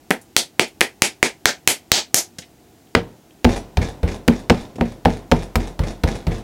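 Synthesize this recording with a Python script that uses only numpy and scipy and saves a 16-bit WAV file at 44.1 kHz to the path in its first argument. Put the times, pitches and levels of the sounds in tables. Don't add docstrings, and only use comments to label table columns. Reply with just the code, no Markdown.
import sys
import numpy as np
from scipy import signal
from scipy.fft import rfft, irfft
from scipy.io import wavfile

SR = 44100
rng = np.random.default_rng(int(sys.argv[2]) if len(sys.argv) > 2 else 0)


def unload_wav(signal):
    wavfile.write(
        sys.argv[1],
        SR,
        np.round(np.clip(np.atleast_2d(signal).T, -1, 1) * 32767).astype(np.int16),
    )


N = 283563
HIT = np.arange(2 ** 15) / SR
HZ = np.maximum(np.arange(len(HIT) // 2 + 1) * SR / len(HIT), 1)

# (frequency [Hz], relative spectral density [dB])
AIR_SPECTRUM = [(24, -61), (40, -18), (91, -14.5), (196, -14.5), (277, -13.5), (306, -10), (568, -25.5),
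                (728, -18.5), (1060, -31), (4790, -35.5), (6780, -35), (9130, -38.5), (15000, -39.5)]
# (time [s], level [dB], treble cutoff [Hz], cavity resonance [Hz], cupping [0-1])
PALM_CONTACTS = [(.1060, -10, 12900, 230, 0.72), (.1101, -5.5, 3970, 1870, 1),
                 (.3650, 2.5, 10270, 3897, 0.2), (0.5953, 1.5, 8100, 2430, .65),
                 (.8079, -8, 11000, 2280, 0), (0.8125, -1.5, 5000, 2130, .9),
                 (1.0204, 5.5, 9500, 2330, .35), (1.2284, 4.5, 9000, 2230, 0.64),
                 (1.456, 6, 7160, 1690, 0.25), (1.6750, 6.5, 12000, 2430, 0.21),
                 (1.9174, 17.5, 7345, 3950, 0), (2.1438, 8.5, 13000, 6300, 0.23)]
# (frequency [Hz], relative spectral density [dB], T60 [s])
ROOM_DECAY = [(64.8, -10.5, 0.16), (138, -1.5, 0.15), (260, 4.5, 0.14), (710, 1.5, 0.17), (1120, -2, 0.15),
              (2300, -1.5, 0.16), (5000, 4.5, 0.15), (9000, 5.5, 0.14), (16200, 3, .14)]
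# (frequency [Hz], quality factor [1], boost [dB])
ROOM_RESONANCES = [(234, 9, 4), (290, 8.6, -9), (352, 8.6, 2.5), (820, 5, 5), (1110, 6, -7)]
# (time [s], level [dB], centre frequency [Hz], length [s])
SKIN_PEELS = [(.214, -49.5, 8500, 0.013), (.678, -49, 8500, 0.011), (2.421, -45.5, 2600, .022),
              (2.872, -56, 2400, .003), (3.308, -50.5, 2680, 0.0032)]
# (time [s], skin level [dB], thud level [dB])
HAND_PATS = [(2.385, -30.5, -36), (4.757, -46, -34.5), (4.783, -56, -27.5)]
# (frequency [Hz], relative spectral density [dB])
SMACK_SPECTRUM = [(400, 7.5), (1500, -2.5), (4000, -4), (7000, -14.5), (12000, -15.5), (16000, -9)]
# (frequency [Hz], relative level [dB], T60 [s])
TABLE_MODES = [(43, -9, 0.53), (78, -0.5, 0.12), (87.8, -8, 0.39), (115.1, -11.5, 0.55), (145.7, -6, 0.25),
               (173.5, 1.5, 0.24), (237.7, 2.5, 0.21), (263.5, -11.5, 0.25), (351, -9.5, 0.099),
               (394, -13.5, 0.22), (453.3, -5, 0.17), (540, -4.5, 0.053), (647, -6, 0.03), (761, 0, 0.029),
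               (885.6, -5, 0.068)]
# (frequency [Hz], relative spectral density [dB], T60 [s])
SHUDDER_DECAY = [(60.7, -5, .5), (154, 2, 1), (430, 4, 0.68), (800, -7, 1), (1047, -10.5, 0.7),
                 (3170, -20, 0.62), (6960, -36.5, 0.82), (14760, -29.5, 0.1)]
# (time [s], push level [dB], knock level [dB], smack level [dB], smack cutoff [Hz])
FIST_BLOWS = [(3.445, -11.5, -14, -10, 9000), (3.771, -13.5, -28, -16.5, 6000),
              (4.031, -14.5, -28.5, -25, 8000), (4.279, -16.5, -13.5, -12, 13000),
              (4.498, -16, -13, -8.5, 6380), (4.8062, -20, -18.5, -40, 10000),
              (5.051, -15.5, -13.5, -18, 11000), (5.315, -16, -14, -12.5, 9000),
              (5.556, -16, -23.5, -11, 14500), (5.792, -15.5, -31.5, -22.5, 9000),
              (6.036, -13, -22, -19, 10000), (6.2684, -16, -30, -24.5, 8000)]
# (delay [s], relative level [dB], decay time [s], resonance [Hz])
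LOOSE_BOUNCES = [(0.015, -20, 0.0083, 12500), (.043, 2, 0.015, 2130), (.068, -6, 0.039, 3700),
                 (.074, -3.5, .01, 6000), (.111, -2, 0.0087, 10000)]
# (frequency [Hz], relative spectral density [dB])
RATTLE_SPECTRUM = [(300, 17), (800, 9), (1300, -2.5), (2300, -2), (3200, -7), (5500, -6.5), (10000, -18),
                   (16000, -34)]
# (frequency [Hz], quality factor [1], boost [dB])
RATTLE_RESONANCES = [(1770, 10, 5), (2400, 12, 3.5), (2980, 5.8, -2.5), (3560, 12, 5), (5790, 5.9, 0.5),
                     (10000, 18, 0.5)]

CRACK_S, THUD_S = .003, .04


def from_db(db):
    return 10 ** (np.asarray(db) / 20)


def at_level(x, db, seconds):
    return x * from_db(db) / np.sqrt(np.mean(x[:int(seconds * SR) + 1] ** 2) + 1e-20)


def add(track, s, x):
    start = int(s * SR)
    track[start:start + len(x)] += x[:max(N - start, 0)]


def band(x, low_hz, high_hz):
    sections = signal.butter(2, [low_hz, min(high_hz, SR * 4 / 9)], "band", fs=SR, output="sos")
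    return signal.sosfilt(sections, x + 1e-18)


def low_pass(x, top_hz, order=2):
    return signal.sosfilt(signal.butter(order, min(top_hz, SR * 4 / 9), fs=SR, output="sos"), x + 1e-18)


def high_pass(x, low_hz, order=2):
    return signal.sosfilt(signal.butter(order, low_hz, "high", fs=SR, output="sos"), x + 1e-18)


def resonate(x, hz, q, db):
    return x + (from_db(db) - 1) * signal.lfilter(*signal.iirpeak(hz, q, fs=SR), x + 1e-18)


def colour(x, points):
    hz, db = np.transpose(points)
    bins = np.maximum(np.arange(len(x) // 2 + 1) * SR / len(x), 1)
    return irfft(rfft(x) * from_db(np.interp(np.log(bins), np.log(hz), db)), len(x))


def dying_noise(rows):
    hz, db, t60 = np.transpose(rows)
    white, out = rfft(rng.standard_normal(len(HIT))), 0
    for centre in 40 * 2 ** np.arange(0, 9, .5):
        part = irfft(white * (np.abs(np.log2(HZ / centre)) < 1 / 4))
        level, decay = (np.interp(np.log(centre), np.log(hz), column) for column in (db, t60))
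        out = out + part * from_db(level - 60 * HIT / decay)
    return out


def room_tone():
    return at_level(colour(rng.standard_normal(N), AIR_SPECTRUM), db=-51, seconds=N / SR)


def palm_slaps(fizz_db=-19, thump_db=-24, thump_db_per_db=1.5):
    out = np.zeros(N)
    for s, db, top_hz, hollow_hz, cup in PALM_CONTACTS:
        hollow_db = np.interp(cup, [0, 1], [6.5, 14])
        puff_db = np.interp(cup, [0, 1], [-1, 24.5])
        crack = low_pass(air_burst(.003), top_hz, order=4) + from_db(fizz_db) * air_burst(.0012)
        crack = high_pass(crack, low_hz=110, order=1)
        crack = resonate(crack, hollow_hz, q=3.0, db=hollow_db)
        crack = resonate(crack, hz=320, q=1.1, db=puff_db)
        crack = resonate(crack, hz=2050, q=3.3, db=3)
        crack = workshop(at_level(crack, db, CRACK_S), wet_db=-6.5)
        add(out, s, crack + flesh_thump(thump_db + thump_db_per_db * db))
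    return out


def air_burst(seconds, size=1024):
    fade = np.exp(-(HIT[:size] / seconds) ** 4)
    x = rng.standard_normal(size)
    for _ in range(8):
        spectrum = rfft(x * fade)
        x = irfft(spectrum / (np.abs(spectrum) + 1e-9))
    return np.pad(x * fade, (0, len(HIT) - size))


def flesh_thump(db, hz=100, decay_s=0.0072):
    return from_db(db) * np.sin(2 * np.pi * hz * HIT) * np.exp(-HIT / decay_s)


def workshop(x, wet_db, first_echo_s=0.0032, far_wall_s=0.025, far_wall_db=3.0):
    onset = 1 - np.exp(-(HIT / first_echo_s) ** 2)
    swell = from_db(-far_wall_db * np.exp(-(HIT / far_wall_s) ** 2))
    tail = dying_noise(ROOM_DECAY) * onset * swell
    for hz, q, boost_db in ROOM_RESONANCES:
        tail = resonate(tail, hz, q, boost_db)
    return x + from_db(wet_db) * signal.fftconvolve(x, tail / np.sqrt(np.sum(tail ** 2)))[:len(x)]


def touches():
    out = np.zeros(N)
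    for s, skin_db, thud_db in HAND_PATS:
        tick = rub(skin_db, low_hz=1500, high_hz=6960, seconds=0.0098)
        thud = rub(thud_db, low_hz=85, high_hz=380, seconds=.015)
        add(out, s, tick + thud)
    for s, db, hz, length in SKIN_PEELS:
        add(out, s, rub(db, hz / np.sqrt(2), hz * np.sqrt(2), length))
    return out


def rub(db, low_hz, high_hz, seconds):
    brush = rng.standard_normal(len(HIT)) * np.exp(-(HIT / seconds) ** 2)
    return at_level(band(brush, low_hz, high_hz), db, seconds)


def lump_drop(at_s=2.9501, damping_s=0.19):
    out = np.zeros(N)
    drop = clay_blow(push_db=-14.5, knock_db=-13.5, smack_db=-3.5, pop_db=-2,
                     sink_s=.00093, top_hz=4170, push_s=.004)
    add(out, at_s, drop * np.exp(-HIT / damping_s))
    return out


def clay_blow(push_db, knock_db, smack_db, pop_db, sink_s, top_hz, push_s):
    push_force = np.sin(np.pi * np.minimum(HIT / push_s, 1)) ** 2
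    knock_force = band(1.0 * (HIT == 0), low_hz=215, high_hz=1300)
    smack = workshop(skin_smack(smack_db, top_hz), wet_db=-14)
    boom = workshop(table_ring(push_force, push_db, damping_s=0.31), wet_db=-13)
    pop = workshop(air_pop(pop_db), wet_db=-9)
    knock = workshop(table_ring(knock_force, knock_db, damping_s=0.049), wet_db=-8)
    thud = clay_thud(knock_db - 4)
    shudder = at_level(dying_noise(SHUDDER_DECAY), push_db - 15, THUD_S)
    bottoming = pop + knock + thud + shudder
    return smack + boom + np.pad(bottoming, (int(sink_s * SR), 0))[:len(HIT)]


def skin_smack(db, top_hz, decay_s=0.004):
    smack = colour(rng.standard_normal(len(HIT)), SMACK_SPECTRUM) * np.exp(-HIT / decay_s)
    return at_level(low_pass(smack, top_hz), db, CRACK_S)


def table_ring(force, level_db, damping_s, scatter_db=3.0, detune=0.022):
    out = 0
    for k, (hz, db, t60) in enumerate(TABLE_MODES):
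        radius = from_db(-60 / (t60 * SR))
        angle = 2 * np.pi * hz * (1 + detune * rng.standard_normal()) / SR
        sign = (-1) ** ((k + 3) // 2)
        gain = sign * from_db(db + scatter_db * rng.standard_normal())
        feedback = [1, -2 * radius * np.cos(angle), radius * radius]
        out = out + gain * signal.lfilter([0, np.sin(angle)], feedback, force + 1e-18)
    out = out * np.exp(-HIT / damping_s)
    out = high_pass(out, low_hz=32)
    return at_level(out, level_db, THUD_S)


def air_pop(db):
    return at_level(band(air_burst(0.0037), low_hz=950, high_hz=2500), db, CRACK_S)


def clay_thud(db, decay_s=0.022):
    noise = rng.standard_normal(len(HIT)) * np.exp(-HIT / decay_s)
    return at_level(band(noise, low_hz=210, high_hz=560), db, THUD_S)


def fist_blows(square_knock_db=-14, square_pop_db=-11.5, square_sink_s=.0045):
    out = np.zeros(N)
    for s, push_db, knock_db, smack_db, top_hz in FIST_BLOWS:
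        excess_db = knock_db - square_knock_db
        pop_db = square_pop_db + 1.38 * excess_db
        sink_s = square_sink_s * 2 ** (excess_db / 14)
        add(out, s, clay_blow(push_db, knock_db, smack_db, pop_db, sink_s, top_hz, push_s=0.00699))
    return out


def rattles(usual_push_db=-15, usual_rattle_db=-30.5, db_per_db=1.45, jitter_s=0.0025, rise_share=0.23):
    out = np.zeros(N)
    for s, push_db, *_ in FIST_BLOWS:
        level_db = usual_rattle_db + db_per_db * (push_db - usual_push_db)
        for delay, db, decay_s, ring_hz in LOOSE_BOUNCES:
            envelope = np.exp(-HIT / decay_s) * (1 - np.exp(-HIT / (rise_share * decay_s)))
            chatter = colour(landings(), RATTLE_SPECTRUM) * envelope
            for hz, q, boost_db in RATTLE_RESONANCES:
                chatter = resonate(chatter, hz, q, boost_db)
            chatter = resonate(chatter, ring_hz, q=4.7, db=7)
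            landing_s = s + delay + jitter_s * rng.standard_normal()
            add(out, landing_s, at_level(chatter, level_db + db, decay_s))
    return out


def landings(per_s=1500, grain_db=6.0, buzz_db=-14):
    sizes = rng.standard_normal(len(HIT))
    sizes *= from_db(grain_db * np.minimum(rng.exponential(1, len(HIT)), 3))
    contacts = rng.random(len(HIT)) < per_s / SR
    return sizes * contacts + from_db(buzz_db) * rng.standard_normal(len(HIT))


def scene():
    air = room_tone()
    rattle = workshop(rattles(), wet_db=-4.5)
    fingers = workshop(touches(), wet_db=-7.5)
    return (air + palm_slaps() + fingers + lump_drop() + fist_blows() + rattle)[None]


def limiter(x, threshold_db=-3.0, attack_s=.0014, release_db_per_s=339.5):
    power = signal.lfilter([1 / 32], [1, -31 / 32], x ** 2)
    over_db = np.maximum(10 * np.log10(power + 1e-12) - threshold_db, 0)
    release_db = release_db_per_s * np.arange(N) / SR
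    reduction_db = np.maximum.accumulate(over_db + release_db, axis=-1) - release_db
    pole = np.exp(-1 / (attack_s * SR))
    return x * from_db(-signal.lfilter([1 - pole], [1, -pole], reduction_db))


def record(dry):
    clipped = np.clip(limiter(dry), -1, 1)
    treble_cut = signal.ellip(12, .1, 90, 15900, fs=SR, output="sos")
    return signal.sosfilt(treble_cut, clipped)


dry = scene()
out = record(dry)
unload_wav(out)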